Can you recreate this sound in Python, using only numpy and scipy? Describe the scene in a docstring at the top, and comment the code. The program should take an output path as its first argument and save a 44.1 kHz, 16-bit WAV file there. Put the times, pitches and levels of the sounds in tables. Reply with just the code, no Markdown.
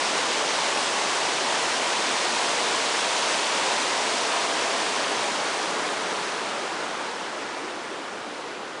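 """At a low concrete weir water pours over: the sheet plunges, bubbles churn in a walled channel, spray hisses.
The fall is noise in brief patches plus ringing bubbles, split into three bands: plunge, churn and spray.
The listener crosses a footbridge through the channel's standing waves, which are narrow bands of noise,
then turns away: the spray is shadowed most and a duller, more distant rush remains, with two hollow gulps.
One microphone feeds both channels."""
import sys
import numpy as np
from scipy import signal
from scipy.fft import rfft, irfft, next_fast_len
from scipy.io import wavfile
from scipy.ndimage import uniform_filter1d, map_coordinates

SR = 44100
rng = np.random.default_rng(int(sys.argv[2]) if len(sys.argv) > 2 else 0)


def store_wav(level_fs):
    """Save 16-bit WAV to argv[1]."""
    pcm = np.round(np.clip(np.atleast_2d(level_fs), -1, 1) * 32767)
    wavfile.write(sys.argv[1], SR, pcm.T.astype(np.int16))


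N = 388080  # length in samples
TIME_S = np.arange(N) / SR


def amp(db):
    """Level as a logarithm: decibels to amplitude ratio."""
    return 10 ** (np.asarray(db) / 20)


def unit(x):
    """Normalisation to unit mean power: x at rms 1."""
    return x / np.sqrt(np.mean(x ** 2) + 1e-20)


def along(points, hz):
    """Spectral envelope: (f/Hz, level/dB) points joined on a logarithmic frequency axis."""
    f, level_db = np.transpose(points)
    return np.interp(np.log(hz + 1), np.log(f + 1), level_db)


def filtered(x, response):
    """Linear filtering: the spectrum of x multiplied by a real response of frequency."""
    size = next_fast_len(N + SR // 2)
    spectrum = rfft(x, size) * response(np.fft.rfftfreq(size, 1 / SR))
    return irfft(spectrum, size)[..., :N]


def below(hz, edge_hz, order=12):
    """Steep low-pass response, falling to one half at the edge."""
    return 1 / (1 + (hz / edge_hz) ** order)


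def wobble(rate):
    """Slow random modulation: a smooth curve through random knots, rate of them a second."""
    knots = rng.standard_normal(int(N * rate / SR) + 4)
    return map_coordinates(knots, [TIME_S * rate])


def weir():
    """Broadband flow noise: the sheet plunges, trapped air churns, and drops burst into spray."""
    low_hz, high_hz = 550, 2000  # band edges
    water = foam(patchy_db=0.52)
    water = water + amp(-20) * bubbles(249, 2204, cycles=9.8, spread_db=1.5, rise=0.14, count=3500, size=900)
    water = water + amp(-10.5) * bubbles(2000, 9500, cycles=11.3, spread_db=1.5, rise=0.15, count=18000, size=180)

    # a higher lag shadows a part later in the turn
    plunge_db = shadowed(faced_db=-36.5, loss_db=5.5, lag=1.8)
    churn_db = shadowed(faced_db=-28.5, loss_db=9.8, lag=1.72)
    spray_db = shadowed(faced_db=-28.0, loss_db=14.6, lag=1.2)
    spray_db = spray_db + passing(nearest_s=2.9, half_s=0.53, gain_db=0.72)
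    spray_db = spray_db + 0.32 * wobble(16)  # small uneven bursts

    plunge = amp(plunge_db) * heard(water, lambda hz: below(hz, low_hz))
    churn = amp(churn_db) * heard(water, lambda hz: below(hz, high_hz) - below(hz, low_hz))
    spray = amp(spray_db) * heard(water, lambda hz: 1 - below(hz, high_hz))
    return plunge + churn + spray


def foam(patchy_db):
    """Superposition of countless splashes: white noise with brief time-frequency patches of random gain."""
    grid = signal.stft(rng.standard_normal(N), nperseg=512)[2]
    field = rng.standard_normal(grid.shape)
    field = uniform_filter1d(field, size=8, axis=0)  # across frequency
    field = uniform_filter1d(field, size=12, axis=1)  # across time
    patchy = grid * amp(patchy_db * unit(field))
    return unit(signal.istft(patchy, nperseg=512)[1][:N])


def bubbles(low_hz, high_hz, cycles, spread_db, rise, count, size):
    """Damped bubble resonance: each rings briefly, rising in pitch as it nears the surface."""
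    when, pitch, strength, phase = rng.random((count, 4)).T[:, :, None]
    hz = low_hz + (high_hz - low_hz) * pitch
    turns = hz * np.arange(size) / SR
    age = turns / cycles  # the ring falls 20 dB per unit of age
    tone = np.sin(2 * np.pi * turns * (1 + rise * np.minimum(age, 2) / 2))
    onset = 1 - np.exp(-2 * turns)
    ring = tone * amp(-20 * age) * onset
    # small bubbles are brief, so they need more height to carry the same energy
    height = np.sqrt(hz) * amp(-spread_db * np.log(np.maximum(strength, .01)))
    height = np.sign(phase - .5) * height  # either polarity
    at = (when * N).astype(int) + np.arange(size)
    return unit(np.bincount(at.ravel(), (height * ring).ravel(), N)[:N])


def heard(source, band):
    """Directional colouring: one band crossfades from the frontal spectrum to the rear one."""
    # spectral envelope facing the weir: f/Hz, relative density level/dB
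    facing = [(30, -37), (70, -33), (125, -18.5), (260, -6), (400, -2.5), (580, -1.05), (770, -1.5),
              (950, 0.5), (1300, -4.5), (2000, -5.5), (3200, -6), (6200, -10.5), (8300, -15), (10000, -19)]
    # spectral envelope turned away: f/Hz, relative density level/dB
    behind = [(30, -31), (70, -25), (125, -16.5), (190, -8), (330, 0), (560, -0.5), (850, -1), (1450, -2),
              (2000, -8.5), (2900, -12.5), (4400, -16.5), (6200, -21), (10000, -28.5)]
    turn = turned(lag=1.2)
    front = unit(filtered(source, lambda hz: amp(along(facing, hz)) * band(hz)))
    back = unit(filtered(source, lambda hz: amp(along(behind, hz)) * band(hz)))
    return (1 - turn) * front + turn * back


def turned(lag):
    """Rotation of the listener in one smooth sweep: 0 facing the weir, 1 facing away."""
    start_s, length_s = 3.55, 5.76
    progress = np.clip((TIME_S - start_s) / length_s, 0, 1)
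    return (np.sin(np.pi / 2 * progress) ** 2) ** lag


def shadowed(faced_db, loss_db, lag):
    """Acoustic shadowing: the level in dB falls by loss_db as the listener turns away."""
    return faced_db - loss_db * turned(lag)


def bell(centre_s, half_s):
    """Gaussian envelope: 1 at the centre, exp(-1/2) at half_s to either side."""
    return np.exp(-.5 * ((TIME_S - centre_s) / half_s) ** 2)


def passing(nearest_s, half_s, gain_db):
    """Level rises with proximity: the swell in dB as the listener walks past the spray."""
    return gain_db * bell(nearest_s, half_s)


def standing_waves():
    """Standing waves between the channel walls: each is loudest at one spot of the walk."""
    # resonances: t/s, half length/s, f/Hz, width/Hz, rms level at the peak before the common gain/dB
    standing = [(.1, 0.36, 495, 45, -40.5), (.7, 0.82, 1100, 160, -41.5), (3.3, 1, 955, 110, -38.5),
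                (4.4, 0.38, 673, 55, -35), (5.3, 0.97, 419, 50.3, -38), (5.9, .6, 192, 40, -51),
                (6.3, .7, 1380, 200, -43.5)]
    return amp(-3.0) * hollows(standing)


def gulps():
    """Air resonance: brief hollow gulps of the stream."""
    # gulps: t/s, half length/s, f/Hz, width/Hz, rms level at the peak/dB
    gulp_rows = [(7.65, 0.048, 370, 60, -38.5), (7.92, 0.015, 366, 60, -38)]
    return hollows(gulp_rows)


def hollows(rows):
    """Resonance driven by turbulence: narrow noise bands that swell and fade."""
    out = np.zeros(N)
    for centre_s, half_s, centre_hz, width_hz, db in rows:
        noise = rng.standard_normal(N)
        ring = unit(filtered(noise, lambda hz: 1 / (1 + ((hz - centre_hz) / width_hz * 2) ** 2)))
        out += amp(db) * bell(centre_s, half_s) * ring
    return out


def scene():
    """Superposition: the fall, its channel and the stream add at one microphone, alike in both channels."""
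    mono = weir() + standing_waves() + gulps()
    return np.array([mono, mono])


def record(dry):
    """Band limitation: an ideal low-pass keeps nothing at or above its edge."""
    top_hz = 10130
    return filtered(dry, lambda hz: hz < top_hz)


dry = scene()
out = record(dry)
store_wav(out)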